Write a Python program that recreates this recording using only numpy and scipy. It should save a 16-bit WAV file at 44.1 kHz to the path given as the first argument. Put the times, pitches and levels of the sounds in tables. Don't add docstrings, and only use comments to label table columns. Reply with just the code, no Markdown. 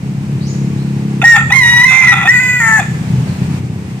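import sys
import numpy as np
from scipy import signal
from scipy.fft import rfft, irfft
from scipy.io import wavfile
from scipy.ndimage import uniform_filter1d, minimum_filter1d

SR = 44100
rng = np.random.default_rng(int(sys.argv[2]) if len(sys.argv) > 2 else 0)


def digitize_waveform(pressure):
    field = np.atleast_2d(pressure).T
    bounded = np.clip(field, -1, 1)
    quanta = np.round(bounded * 32767).astype(np.int16)
    wavfile.write(sys.argv[1], SR, quanta)


N = 176400
T = np.arange(N) / SR
HZ = np.fft.rfftfreq(2 * N, 1 / SR)
JITTER_HZ = 393.7
LEFT_LAG_MS = 0.2


def amp(db):
    return 10 ** (np.asarray(db) / 20)


def unit(x):
    return x / np.sqrt(np.mean(x ** 2) + 1e-20)


def curve(rows, column=1):
    rows = np.array(rows)
    return np.interp(T, rows[:, 0], rows[:, column])


def read(points, hz):
    table_hz, value = np.transpose(points)
    return np.interp(np.log(hz + 1), np.log(table_hz + 1), value)


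def shape(x, gain):
    return irfft(rfft(x, 2 * N) * gain)[..., :N]


def colour(x, points):
    cepstrum = irfft(np.log(amp(read(points, HZ))))
    causal = np.r_[cepstrum[:1], 2 * cepstrum[1:N]]
    return shape(x, np.exp(rfft(causal, 2 * N)))


def lowpass(x, cutoff_hz, order):
    return shape(x, 1 / (1 + (HZ / cutoff_hz) ** order))


def delay(ms):
    return np.exp(-2j * np.pi * HZ * ms / 1000)


def drift(hz):
    return unit(shape(rng.standard_normal(N), 1 / np.sqrt(1 + (HZ / hz) ** 6)))


def pulses(rate_hz):
    cycles = np.floor(np.cumsum(rate_hz) / SR)
    return np.diff(cycles, prepend=0)


def echoes(x, t60s):
    hz, t, z = signal.stft(rng.standard_normal((2, SR)), SR, nperseg=256)
    decay = amp(-60 * t / read(t60s, hz)[:, None])
    tail = signal.istft(z * decay * (t > 0), SR, nperseg=256)[1]
    tail = tail / np.linalg.norm(tail, axis=1, keepdims=True)
    return signal.fftconvolve(x[None], tail, axes=1)[:, :N]


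def glide(start_s, length_s, from_hz, to_hz, level_db, jitter_share):
    u = np.clip((T - start_s) / length_s, 0, 1)
    hz = (from_hz + (to_hz - from_hz) * u) * (1 + jitter_share * drift(JITTER_HZ))
    swell = np.sqrt(2 * abs(np.sin(np.pi * u)))
    return amp(level_db) * swell * np.sin(2 * np.pi * np.cumsum(hz) / SR)


# freq_hz, relative_db
AIR_SPECTRUM = [(500, -10.5), (800, -2), (1300, -9.5), (2400, -8), (3400, -16), (8700, -19.5), (10500, -30),
                (14500, -30), (15500, -42)]
# time_s, level_db
AIR_LEVEL = [(0, -39), (.4, -36.5), (1.2, -35.5), (1.3, -36.5), (3.1, -33), (3.58, -32), (3.61, -38),
             (4, -37)]
# freq_hz, share_0_to_1
AIR_LIKENESS = [(400, 0.81), (1500, 0.11), (6000, 0.033)]


def air():
    a, b = rng.standard_normal((2, N))
    same = np.clip(read(AIR_LIKENESS, HZ), 0, 1)
    left = shape(a, delay(LEFT_LAG_MS))
    right = shape(a, same) + shape(b, np.sqrt(1 - same ** 2))
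    highpass = HZ / np.hypot(HZ, 400)
    hiss = unit(shape(np.array([left, right]), amp(read(AIR_SPECTRUM, HZ)) * highpass))
    return hiss * amp(curve(AIR_LEVEL) + 0.47 * drift(12))


# start_s, length_s, from_hz, to_hz, level_db
CHIRPS = [(0.394, 0.056, 3610, 5410, -35), (0.454, 0.024, 5000, 6800, -30.5),
          (0.462, 0.062, 6950, 6690, -36.5), (0.762, 0.048, 3820, 4370, -41),
          (3.27, 0.017, 4800, 3760, -34)]
CHIRP_JITTER_SHARE, CHIRP_T60_S, CHIRP_DIRECT_GAIN = 0.0195, 0.74, 0.14


def bird():
    song = sum(glide(*row, CHIRP_JITTER_SHARE) for row in CHIRPS)
    return CHIRP_DIRECT_GAIN * song + echoes(song, [(1, CHIRP_T60_S)])


# time_s, rate_hz
ENGINE_RATE = [(0, 34), (.4, 34.3), (1.2, 34.3), (1.8, 32.6), (3.1, 31.7), (4, 32.4)]
# time_s, gain_db
ENGINE_LEVEL = [(0.0, -19), (0.77, -13.5), (0.83, -15.5), (1.17, -15), (1.34, -16.5), (1.48, -14.5),
                (1.65, -18.5), (1.89, -16), (2.66, -21.5), (3.17, -11.5), (3.4, -16.5), (3.42, -12.5),
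                (4.0, -22)]
# freq_hz, relative_db
EXHAUST = [(20, -58), (50, -42), (100, -11.5), (135, 7.5), (170, 0.5), (205, 2), (240, -13), (310, -14),
           (375, -19.5), (480, -22.5), (620, -69), (1200, -50), (6000, -120)]
# time_s, gain_db
BITE = [(0, 0.5), (1.2, 5.5), (1.35, -12), (2.5, -3.5), (3, -6), (4, 3)]
# freq_hz, relative_db
RUMBLE_SPECTRUM = [(20, -32.5), (45, -30), (65, -15), (95, -3.5), (130, 1), (180, -4.5), (330, -19.5),
                   (500, -25.5), (2000, -64)]
# time_s, level_db
RUMBLE_LEVEL = [(0, -3.5), (1.2, -10.5), (1.45, -5.5), (4, -4.5)]
THUD_DB, PAN_DB, BITE_HZ = -2.5, 1, 196
RATE_JITTER_SHARE, MISFIRE_DB = .005, .9
SCATTER_HZ, SCATTER_T60_S, SCATTER_GAIN = 280, 0.3, .8


def engine():
    rate_hz = curve(ENGINE_RATE) * (1 + RATE_JITTER_SHARE * drift(26.5))
    firings = pulses(rate_hz) * amp(MISFIRE_DB * drift(37))
    thud = amp(THUD_DB) * unit(colour(firings, EXHAUST))
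    boom = lowpass(thud, BITE_HZ, 8)
    thud = boom + amp(curve(BITE)) * (thud - boom)
    clatter = thud - lowpass(thud, SCATTER_HZ, 16)
    thud = thud + SCATTER_GAIN * echoes(clatter, [(1, SCATTER_T60_S)])[0]
    noise = rng.standard_normal(N) + 0.18 * rng.standard_normal((2, N))
    rumble = amp(curve(RUMBLE_LEVEL)) * unit(colour(noise, RUMBLE_SPECTRUM))
    ears = np.array([amp(PAN_DB / 2) * delay(LEFT_LAG_MS), amp(-PAN_DB / 2) * delay(0)])
    return shape((thud + rumble) * amp(curve(ENGINE_LEVEL)), ears)


def gate(rows):
    opening = np.clip((T - rows[0][0]) / .002, 0, 1)
    closing = np.clip((rows[-1][0] - T) / .007 + 1, 0, 1)
    return opening * closing


def effort(rows):
    return gate(rows) * amp(curve(rows, column=2))


# start_s, length_s, level_db
RASPS = [(1.215, 0.0063, -16), (1.353, 0.027, -17.5), (1.5, 0.013, -19), (1.647, 0.2, -33),
         (1.907, 0.035, -16.5), (1.97, .11, -22), (2.119, 0.013, -16), (2.15, 0.095, -22),
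         (2.253, 0.014, -18), (2.795, 0.023, -27)]
# freq_hz, relative_db
THROAT = [(300, -58), (580, -48), (790, 7), (1100, -3.5), (1350, 9), (1600, -6.5), (1950, 6.5), (2220, -5),
          (2500, 9), (3000, -16), (3550, 3), (4400, -47), (6100, -17), (7200, -17.5), (15000, -37.5)]
RASP_GAIN_DB, BREATH_DB = 3.5, -35
RASP_ATTACK_S, RASP_RELEASE_S = .003, 0.024
RASP_RATE_HZ, RASP_SCATTER_LOG = 660, .25
RASP_FLUTTER_HZ, RASP_FLUTTER_DB, RASP_AIR_GAIN = 99, 3.6, .25


def rasp():
    beats = pulses(RASP_RATE_HZ * np.exp(RASP_SCATTER_LOG * drift(JITTER_HZ)))
    drive = unit(beats - beats.mean()) + RASP_AIR_GAIN * rng.standard_normal(N)
    drive = drive * amp(RASP_FLUTTER_DB * drift(RASP_FLUTTER_HZ))
    level = amp(BREATH_DB) * sum(effort(rows) for rows in (FIRST, LONG, LAST, SINK))
    for start_s, length_s, level_db in RASPS:
        attack = np.clip((T - start_s) / RASP_ATTACK_S, 0, 1)
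        release = np.exp(-np.maximum(T - start_s - length_s, 0) / RASP_RELEASE_S)
        level = np.maximum(level, amp(level_db + RASP_GAIN_DB) * attack * release)
    return unit(colour(drive, THROAT)) * level


# time_s, half_pitch_lines_db, overtones_db, pitch_jitter_share
VOICE = [(1.24, -11, -4, 0.0028), (1.34, -9, -3.5, 0.0018), (1.38, 8, -3, .015), (1.52, -27, 1, 0.0056),
         (1.85, -20, 1, 0.0072), (1.895, 11, -7.5, 0.0053), (1.93, 4, -6, 0.012), (2.12, -10, -4, .014),
         (2.3, -12, -7.5, 0.0058), (2.33, 2, -4, 0.005), (2.62, 5, -1.5, 0.0046), (2.68, 3.5, 0, 0.013),
         (2.75, -4.5, 1, .002), (2.8, -18.5, 7.5, 0.043)]
# time_s, quarter_pitch_lines_db
QUARTER_LINES = [(2.59, -40), (2.615, -10), (2.7, -8.5), (2.74, -19), (2.8, -13)]
# time_s, pitch_share
WARBLE = [(1.865, 0), (1.88, .013), (2.07, .013), (2.085, 0)]
WARBLE_HZ = 42.2
WOBBLE_SHARE, WOBBLE_HZ = 0.00407, 53
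SHIMMER_SHARE, SHIMMER_HZ = .13, 85
FLICKER_DB, FLICKER_HZ = 2, 37


def clear_note(rows, overtones):
    on = gate(rows) > 0
    warble = curve(WARBLE) * np.cos(2 * np.pi * WARBLE_HZ * (T - WARBLE[1][0]))
    hz = curve(rows) / 2 * (1 + warble)
    jitter = curve(VOICE, column=3) * drift(JITTER_HZ)
    turns = np.cumsum(hz * (1 + jitter + WOBBLE_SHARE * drift(WOBBLE_HZ))) / SR
    half = amp(curve(VOICE)[on])
    quarter = amp(curve(QUARTER_LINES)[on])
    bright = amp(curve(VOICE, column=2)[on])
    flicker_db = FLICKER_DB * drift(FLICKER_HZ)
    out = np.zeros(N)
    for k in np.arange(2, 66) / 4:
        if k % .5:
            share = quarter
        elif k % 1:
            share = half
        else:
            share = 1
        partial_flicker_db = np.roll(flicker_db, rng.integers(N))[on]
        gain = share * bright * amp(read(overtones, k * hz[on]) + partial_flicker_db)
        if k == 2:
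            gain = 1
        out[on] += gain * np.sin(2 * np.pi * (k * turns[on] + rng.random()))
    return np.sqrt(2) * effort(rows) * (1 + SHIMMER_SHARE * drift(SHIMMER_HZ)) * out


# time_s, second_partial_hz, second_partial_db
FIRST = [(1.24, 1848, -6), (1.252, 1859, -2), (1.29, 1880, -3.5), (1.334, 1850, -2), (1.372, 1777, -15)]
LONG = [(1.515, 1925, -21), (1.525, 1940, 0), (1.541, 2150, -14), (1.589, 2115, -8.5), (1.603, 2029, -14),
        (1.643, 1904, -11), (1.813, 1942, -10.5), (1.827, 2048, -8.5), (1.843, 1930, 0), (1.857, 2167, -8),
        (1.865, 2046, -9.5), (1.981, 2090, -5), (2.071, 2039, -12.5), (2.085, 1948, -8), (2.135, 1920, -14)]
LAST = [(2.272, 1818, -13), (2.294, 1884, 0.5), (2.322, 2030, -14.5), (2.386, 1942, -14),
        (2.404, 2018, -16), (2.474, 2006, -15.5), (2.596, 1965, -19)]
SINK = [(2.6, 1875, -13), (2.616, 1846, -16), (2.64, 1805, -17), (2.72, 1765, -14), (2.766, 1754, -14),
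        (2.8, 1674, -17.5)]
# freq_hz, db_re_second_partial
WIDE = [(500, -51), (1000, -17), (1500, -25.5), (2400, -1.5), (3000, -31.5), (3800, -16), (4500, -40),
        (5600, -24), (7000, -32), (8700, -32.5), (9600, -30.5), (10600, -40), (15000, -49)]
NARROW = [(500, -38.5), (1000, -24.5), (1500, -13), (2500, -14.5), (3000, -29), (4000, -34.5), (5000, -30),
          (5600, -51), (7050, -16.5), (7550, -23), (8050, -25), (10000, -53), (11500, -42), (15000, -43)]
SUNK = [(450, -40), (660, -20), (880, -13), (1550, -13.5), (1960, -2.5), (2060, 7), (2200, -17.5),
        (3300, -39), (5600, -39), (7100, -19), (10000, -45), (15000, -44)]
# start_s, length_s, from_hz, to_hz, level_db
SWOOPS = [(1.228, 0.026, 683.5, 902, -11), (1.33, 0.05, 870, 795, -17), (1.505, 0.021, 717, 934, -18),
          (2.246, 0.0423, 697, 858, -17.5), (2.783, 0.031, 860, 668, -16)]
# start_s, length_s, from_hz, to_hz, level_db
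SQUEAKS = [(1.216, 0.0084, 2616, 2530, -12), (2.261, 0.019, 2600, 2410, -21)]
# start_s, length_s, from_hz, to_hz, level_db
SIDE_TONES = [(1.353, 0.1, 1392, 1294, -24.5), (1.897, 0.16, 2350, 2366, -12.5),
              (2.108, 0.1733, 1319, 1389, -24), (2.14, 0.114, 2014, 1950, -16.5)]
# freq_hz, left_minus_right_db
BALANCE = [(800, 2.5), (1050, 4.5), (1400, 3), (1760, 6), (1870, 0.5), (1950, 1), (2120, -14), (2300, -5.5),
           (2700, -10), (3500, -6), (4700, 9), (7000, 19.5), (7800, -2), (15000, 6)]
# freq_hz, t60_s
YARD_T60 = [(200, 0.13), (1000, 0.46), (2000, 0.6), (7000, 0.77), (15000, 0.04)]
VOICE_GAIN_DB, LEFT_LEAD_MS = 4.5, 0.077
SWOOP_JITTER_SHARE, SIDE_JITTER_SHARE = 0.0247, .03
YARD_DB, NEAR_DB, NEAR_T60_S = -12, -14, .16


def rooster():
    clear = (clear_note(FIRST, NARROW) + clear_note(LONG, WIDE)
             + clear_note(LAST, NARROW) + clear_note(SINK, SUNK))
    crow = amp(VOICE_GAIN_DB) * clear + rasp()
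    crow = crow + sum(glide(*row, SWOOP_JITTER_SHARE) for row in SWOOPS + SQUEAKS)
    crow = crow + sum(glide(*row, SIDE_JITTER_SHARE) for row in SIDE_TONES)
    lean = amp(read(BALANCE, HZ))
    ears = np.array([lean, delay(LEFT_LEAD_MS)]) * 2 / (1 + lean)
    near = crow + amp(NEAR_DB) * echoes(crow, [(1, NEAR_T60_S)])
    return shape(near, ears) + amp(YARD_DB) * echoes(crow, YARD_T60)


def scene():
    return air() + bird() + engine() + rooster()


LIMIT_S, CEILING_DB, KNEE_POWER, EDGE_HZ = 0.02, 4.5, 10, 15600


def record(dry):
    size = max(int(LIMIT_S * SR), 1)
    peak = -minimum_filter1d(-abs(dry).max(0), size)
    reduction = uniform_filter1d(np.maximum(peak / amp(CEILING_DB), 1), size)
    held = dry / reduction
    flat = held / (1 + abs(held) ** KNEE_POWER) ** (1 / KNEE_POWER)
    band = signal.firwin(511, EDGE_HZ, window=("kaiser", 9), fs=SR)
    return signal.oaconvolve(flat, band[None], "same")


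dry = scene()
out = record(dry)
digitize_waveform(out)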